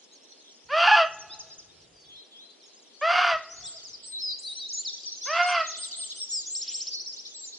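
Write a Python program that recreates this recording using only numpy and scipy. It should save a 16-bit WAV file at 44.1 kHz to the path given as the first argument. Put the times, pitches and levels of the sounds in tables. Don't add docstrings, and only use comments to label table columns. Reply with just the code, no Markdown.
import sys
import numpy as np
from scipy import signal
from scipy.fft import rfft, irfft, next_fast_len
from scipy.io import wavfile
from scipy.ndimage import uniform_filter1d, map_coordinates

SR = 44100
rng = np.random.default_rng(int(sys.argv[2]) if len(sys.argv) > 2 else 0)


def wav_out(sig):
    wavfile.write(sys.argv[1], SR, np.round(np.clip(np.atleast_2d(sig).T, -1, 1) * 32767).astype(np.int16))


N = 334278

# start in seconds, length in seconds, onset in seconds, time to the top of the
# pitch arch in seconds, top pitch in Hz, level in dB before swell, locks and rough loss,
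# hoarseness 0-1, mouth gain in dB at 700, 2200 and 2700 Hz.
BARKS = [ (.688, 0.37, .029, .2, 707.4, -19.5, .65, -4, -6, 6.5),
         (3.012, .36, .015, .18, 716.6, -21.5, 0.75, -4, 1, -1.5),
         (5.255, .39, .027, .21, 716, -24, 0.44, -6, 3.5, 1)]
# start in seconds, length in seconds, pitch in Hz, extra level in dB.
CLEAR_LOCKS = [(.873, .022, 858, 5.5), (.91, .05, 850, 5.5), (5.42, .07, 714, -1)]
# frequency in Hz, gain in dB.
THROAT_SPECTRUM = [(350, -21), (600, 5), (1300, 1), (1750, -1), (2200, -6), (2650, -10), (3400, -18.5),
                   (4000, -23.5), (4700, -19.5), (11000, -65)]
# frequency in Hz, gain in dB.
RASP_SPECTRUM = [(400, -26), (800, -7), (1250, 3.5), (2000, -13.5), (2750, -2), (3300, -7), (3900, -21.5),
                 (4700, -9), (5300, -22), (6000, -22), (7200, -42), (11000, -42.5)]
# frequency in Hz, gain in dB.
SLOPE_SPECTRUM = [(300, -9.5), (720, -1.5), (2000, -31.0)]
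# start in seconds, length in seconds, pitch in Hz at start, middle
# and end, peak in dB before the birds' mix, key into PHASE_LEAD_RAD.
WHISTLES = [(1.125, .035, 5000, 6500, 6800, -44, "oblique"),
            (1.187, .048, 6850, 5850, 5560, -40, "oblique"), (1.295, .064, 3400, 3850, 4250, -42, "ahead"),
            (1.92, .17, 5000, 4600, 4500, -57, "ahead"), (2.125, .1, 4250, 4050, 4300, -54, "ahead"),
            (2.42, .12, 4100, 4050, 4100, -54, "ahead"), (2.62, .05, 6100, 5300, 5700, -53, "ahead"),
            (3.5, .06, 5900, 5900, 6700, -41, "ahead"), (3.56, .074, 6890, 6450, 5000, -44, "ahead"),
            (3.63, .068, 3400, 3750, 4390, -43, "ahead"), (3.636, .098, 6890, 7800, 6980, -37, "aside"),
            (3.646, .036, 6070, 5250, 4310, -38, "ahead"), (4.029, .122, 7880, 8220, 8300, -41, "ahead"),
            (4.119, .116, 4130, 3950, 4690, -33, "aside"), (4.21, .13, 5250, 4980, 4780, -27, "ahead"),
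            (4.27, .07, 4200, 3900, 4000, -35, "aside"), (4.55, .05, 5000, 6000, 5600, -36, "aside"),
            (4.385, .025, 6300, 7550, 8300, -39, "ahead"), (4.4, .2, 8750, 8600, 8500, -44, "aside"),
            (4.725, .04, 6000, 7100, 6500, -29, "ahead"), (4.765, .055, 6500, 6950, 7300, -28, "ahead"),
            (4.77, .055, 3900, 4200, 4650, -38, "ahead"), (4.847, .052, 5340, 4100, 3490, -29, "ahead"),
            (5.214, .086, 5510, 6300, 6030, -32, "ahead"), (5.458, .068, 8600, 8500, 8900, -43, "ahead"),
            (5.665, .06, 6100, 6600, 4900, -34, "ahead"), (5.84, .1, 5200, 4800, 4500, -45, "ahead"),
            (6.2, .054, 5900, 5350, 5900, -29, "aside"), (6.308, .1, 5940, 5200, 4700, -28, "ahead"),
            (6.457, .05, 5800, 6800, 5800, -33, "ahead"), (6.902, .1, 4870, 4520, 4180, -33, "aside"),
            (7.06, .07, 5800, 5200, 5000, -35, "aside"), (7.341, .186, 7700, 7480, 6500, -40, "ahead")]
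# start in seconds, period in seconds, count, note length in seconds,
# pitch in Hz along the note, peak in dB of first, middle and last note before the birds' mix,
# key into PHASE_LEAD_RAD.
TRILLS = [ dict(start=1.305, period=.196, count=2, length=.048, hz=(4870, 4970, 5300, 6600),
          db=(-39, -41, -42), where="oblique"),
          dict(start=1.39, period=.19, count=2, length=.03, hz=(6850, 5700, 4600), db=(-35, -38, -41),
          where="oblique"), dict(start=2.077, period=.232, count=2, length=.17, hz=(3640, 3210, 3900, 4100),
          db=(-46, -46, -47), where="aside"),
          dict(start=3.76, period=.085, count=3, length=.032, hz=(5500, 5000, 4600), db=(-40, -40, -37),
          where="ahead"), dict(start=4.3, period=.134, count=3, length=.062, hz=(4200, 4060, 4660, 4570),
          db=(-34, -34, -36), where="ahead"),
          dict(start=4.465, period=.139, count=2, length=.082, hz=(4000, 3800, 3840, 4300),
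          db=(-34, -34, -34), where="ahead"),
          dict(start=4.688, period=.1845, count=5, length=.042, hz=(6100, 5300, 4000), db=(-32, -31, -32),
          where="aside"), dict(start=4.742, period=.1865, count=5, length=.026, hz=(5400, 5900, 5800),
          db=(-33, -32, -33), where="aside"),
          dict(start=4.944, period=.0293, count=9, length=.012, hz=(6500, 5000, 3600), db=(-42, -40, -41),
          where="ahead"), dict(start=5.545, period=.05, count=2, length=.025, hz=(5400, 4700, 3900),
          db=(-34, -34, -34), where="ahead"),
          dict(start=5.632, period=.0925, count=6, length=.045, hz=(5450, 4050, 3250), db=(-36, -34, -35),
          where="aside"), dict(start=5.655, period=.127, count=5, length=.02, hz=(2800, 3100, 2900),
          db=(-49, -47, -48), where="ahead"),
          dict(start=5.725, period=.127, count=4, length=.025, hz=(4100, 3300, 2800), db=(-48, -46, -44),
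          where="ahead"),
          dict(start=5.768, period=.187, count=3, length=.13, hz=(7500, 8500, 8550, 8350, 8000, 6900),
          db=(-35, -33, -41), where="ahead"),
          dict(start=6.29, period=.205, count=3, length=.135, hz=(6700, 7400, 7450, 7300, 6500),
          db=(-29, -30, -33), where="oblique"),
          dict(start=6.549, period=.0637, count=12, length=.03, hz=(3900, 5050, 5350, 5650, 5900, 6150),
          db=(-28, -28, -40), where="ahead"),
          dict(start=7.163, period=.0895, count=5, length=.042, hz=(3600, 4600, 5900), db=(-41, -40, -41),
          where="aside")]
PHASE_LEAD_RAD = dict(ahead=0, oblique=2.4, aside=2.8)
# time in seconds, gain in dB on the chorus mix.
CHORUS_GAIN = [(0, -49), (1.2, -49), (2.2, -55.5), (3, -48), (3.8, -39.5), (4.5, -45), (5.3, -35), (7, -41),
               (7.58, -39)]
# frequency in Hz, gain in dB.
SONG_SPECTRUM = [(2400, -32.5), (3200, 0.5), (5000, 5), (7300, -1.5), (8000, -28), (11200, -27)]
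# frequency in Hz, time to fall 60 dB in seconds,
# before each echo's own factor.
TREE_DECAY = [(400, 1.08), (2500, 1.155), (9000, 0.41)]
# frequency in Hz, gain in dB.
DRONE_SPECTRUM = [(120, -27.5), (230, -10.5), (420, -6), (1400, -21.5), (3000, -17.5), (8000, -27.5),
                  (11200, -28)]
# start in seconds, length in seconds, gain in dB at the start, fall in dB per second.
RUMBLE_SPELLS = [(0.636, 1.59, -67.5, 1.5), (2.998, 1.4, -68.5, 7), (5.257, 2.0, -77, 7)]
# frequency in Hz, gain in dB.
RUMBLE_SPECTRUM = [(20, -12), (70, -0.5), (170, -0.5), (260, -27), (600, -92.0)]
# time in seconds, gain in dB.
RUSTLE_GAIN = [(6.55, -71), (6.68, -50), (6.9, -57), (7.05, -80.5)]
# frequency in Hz, gain in dB.
LEAF_SPECTRUM = [(1500, -24), (3200, 8.5), (4500, -4), (11000, -55)]

ARCH_HZ_PER_S2, SCOOP_HZ_PER_S = 3300, 4300
SWELL_DB_PER_S, RELEASE_S, RELEASE_DB = 1049.5, .035, 15
CLEAR_START_S, CLEAR_END_S, ROUGHEN_S, ROUGH_LOSS_DB = .065, .03, .05, 2.5
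LOCK_EDGE_S = .005
HUM_HZ, HUM_END_S = 150, 2.5
TOP_HZ = 11250


def deer():
    out = np.zeros((2, N))
    for row in BARKS:
        voice = np.zeros((1, N))
        hz, db, rough = effort(*row[:7])
        sound = bark(hz, db, rough, row[7:])
        voice[0, round(row[0] * SR):][:len(sound)] = sound
        slope = np.roll(coloured(voice, SLOPE_SPECTRUM), round(.4 * SR), axis=1)
        out += voice * amp([[-.4], [.3]])
        out += amp(-8) * echo(voice, .8, longer=.29)
        out += amp(-25) * echo(voice, .95, longer=1.16)
        out += amp(-31) * echo(slope, .8, longer=.5)
    return out


def effort(start, length, onset_s, top_s, top_hz, db, hoarse):
    t = np.arange(0, length, 1 / SR)
    onset = onset_s * np.exp(-t / onset_s)
    hz = top_hz - ARCH_HZ_PER_S2 * (t - top_s) ** 2 - SCOOP_HZ_PER_S * onset
    roughen = ramp(t - CLEAR_START_S, ROUGHEN_S)
    clear = ramp(length - CLEAR_END_S - t, ROUGHEN_S)
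    rough = hoarse * roughen * clear
    release = ramp(t - length + RELEASE_S, RELEASE_S)
    db = db - SWELL_DB_PER_S * onset - RELEASE_DB * release
    for s, lasts, lock_hz, extra_db in CLEAR_LOCKS:
        lock = ramp(start + t - s, LOCK_EDGE_S) * ramp(s + lasts - start - t, LOCK_EDGE_S)
        hz = hz + (lock_hz - hz) * lock
        db = db + extra_db * lock
        rough = rough * (1 - lock)
    return hz, db - ROUGH_LOSS_DB * rough, np.clip(rough, 0, 1)


def bark(hz, db, rough, mouth_db):
    n = len(hz)
    jitter = (.003 + .02 * rough) * wobble(220, n)
    turn = 2 * np.pi * np.cumsum(hz * (1 + jitter)) / SR
    pulses = -np.cos(np.arange(1, 13)[:, None] * turn).sum(0)
    uneven = 1 + .6 * rough * np.cos(turn / 2 + 0.97 * wobble(30, n))
    shimmer = amp(4.5 * rough * wobble(110, n))
    folds = unit(coloured(pulses * uneven * shimmer, THROAT_SPECTRUM))
    gate = 1 + 0.58 * np.cos(turn)
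    air = unit(coloured(rng.standard_normal(n) * gate, RASP_SPECTRUM))
    air_share = .025 + .65 * rough ** 1.5
    voice = np.sqrt(1 - air_share) * folds + np.sqrt(air_share) * air
    low_db, mid_db, high_db = mouth_db
    mouth = [(100, 0), (700, low_db), (1200, 0), (1700, 0), (2200, mid_db), (2700, high_db), (3500, 0)]
    fade = ramp(np.arange(n)[::-1] / SR, 0.009)
    return amp(db) * fade * unit(coloured(voice, mouth))


def birds():
    notes = WHISTLES + [row for t in TRILLS for row in trill(**t)]
    near = whistle([(*row, PHASE_LEAD_RAD[where]) for *row, where in notes])
    return near * amp(0) * np.array([[1], [1]]) * amp([[.6], [-.6]]) + amp(-8.0) * echo(near, 0, longer=0.68)


def trill(start, period, count, length, hz, db, where):
    levels = np.interp(np.linspace(0, 2, count), range(3), db)
    return [(start + k * period, length, *hz, level, where) for k, level in enumerate(levels)]


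def whistle(rows):
    out = np.zeros((2, N + SR))
    for s, length, *hz, db, lead_rad in rows:
        u = np.linspace(0, 1, round(length * SR))
        knots = u * (len(hz) - 1)
        pitch = map_coordinates(np.array(hz, float), [knots], order=2, mode="nearest")
        turn = 2 * np.pi * np.cumsum(pitch) / SR + np.array([[lead_rad], [-lead_rad]]) / 2
        swell = np.sin(np.pi * u ** 0.86) ** 0.55
        out[:, round(s * SR):][:, :len(u)] += amp(db) * swell * np.sin(turn)
    return out[:, :N]


def chorus(count=420):
    a = rng.random((count, 8))
    start_s = a[:, 0] * N / SR
    length_s = .012 + .04 * a[:, 7] ** 2
    centre_hz = 3500 * 1.9 ** a[:, [1]]
    slant = 0.38 * (a[:, [2]] - .6) * np.linspace(-1, 1, 4)
    glide_hz = centre_hz * (1 + slant + .08 * (a[:, 3:7] - .5))
    far = whistle(np.c_[start_s, length_s, glide_hz, 8 * a[:, 3], 2 * np.pi * a[:, 4]])
    z = signal.stft(pair(-0.83), nperseg=256)[2]
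    patches = uniform_filter1d(uniform_filter1d(rng.standard_normal(z.shape), 4, 1), 30, 2)
    patchy = signal.istft(z * amp(7 * unit(patches)), nperseg=256)[1][:, :N]
    blur = unit(coloured(patchy, SONG_SPECTRUM))
    far_echo = unit(echo(far, 0, longer=0.17))
    mix = amp(-11.0) * unit(far) + amp(-16.5) * far_echo + amp(-11.0) * blur
    return amp(curve(CHORUS_GAIN)) * mix


def rumble():
    t = np.arange(N) / SR
    early = t < HUM_END_S
    hum = early * (.6 * np.sin(2 * np.pi * HUM_HZ * t + wobble(3, N)))
    lumps = amp(np.where(early, 1.5, 6) * wobble(14, N))
    low = unit(coloured(pair(1.0), RUMBLE_SPECTRUM)) * lumps
    spells = np.zeros(N)
    for s, length, db, fall_db_per_s in RUMBLE_SPELLS:
        edges = ramp(t - s, 0.027) * ramp(s + length - t, .1)
        spells += amp(db - fall_db_per_s * (t - s)) * edges
    return spells * (low + hum)


def rustle():
    leaves = unit(coloured(pair(0.94), LEAF_SPECTRUM)) * amp(3.7 * wobble(40, N))
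    return amp(curve(RUSTLE_GAIN)) * leaves


def drone():
    return amp(-60.5) * unit(coloured(pair(.35), DRONE_SPECTRUM))


def echo(x, alike, longer):
    hz, t, z = signal.stft(pair(alike)[:, :SR * 3 // 2], SR, nperseg=256)
    t60_s = longer * along(TREE_DECAY, hz)[:, None]
    tail = signal.istft(z * amp(-60 * t / t60_s), SR, nperseg=256)[1]
    return signal.fftconvolve(x, tail / np.linalg.norm(tail[0]), axes=1)[:, :N]


def pair(alike):
    mid, side = rng.standard_normal((2, N)) * np.sqrt([[1 + alike], [1 - alike]])
    return np.array([mid + side, mid - side])


def coloured(x, points):
    m = 2 * next_fast_len(x.shape[-1] // 2 + 4096)
    db = along([(points[0][0] / 2, -100)] + points, np.fft.rfftfreq(m, 1 / SR))
    cepstrum = irfft(np.log(amp(db)), m)
    cepstrum[1:m // 2] *= 2
    cepstrum[m // 2 + 1:] = 0
    return irfft(rfft(x, m) * np.exp(rfft(cepstrum)), m)[..., :x.shape[-1]]


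def wobble(rate, size):
    knots = rng.standard_normal(int(size * rate / SR) + 4)
    return map_coordinates(knots, [np.arange(size) * rate / SR])


def along(points, hz):
    f, v = np.transpose(points)
    return np.interp(np.log(hz + 1), np.log(f + 1), v)


def curve(rows):
    return np.interp(np.arange(N) / SR, *np.transpose(rows))


def ramp(t, rise_s):
    return np.clip(t / rise_s, 0, 1)


def amp(db):
    return 10 ** (np.asarray(db) / 20)


def unit(x):
    return x / np.sqrt(np.mean(x ** 2) + 1e-20)


def scene():
    return deer() + birds() + chorus() + rumble() + rustle() + drone()


def record(dry):
    low_pass = signal.cheby2(16, 60, TOP_HZ, fs=SR, output="sos")
    return signal.sosfiltfilt(low_pass, dry)


dry = scene()
out = record(dry)
wav_out(out)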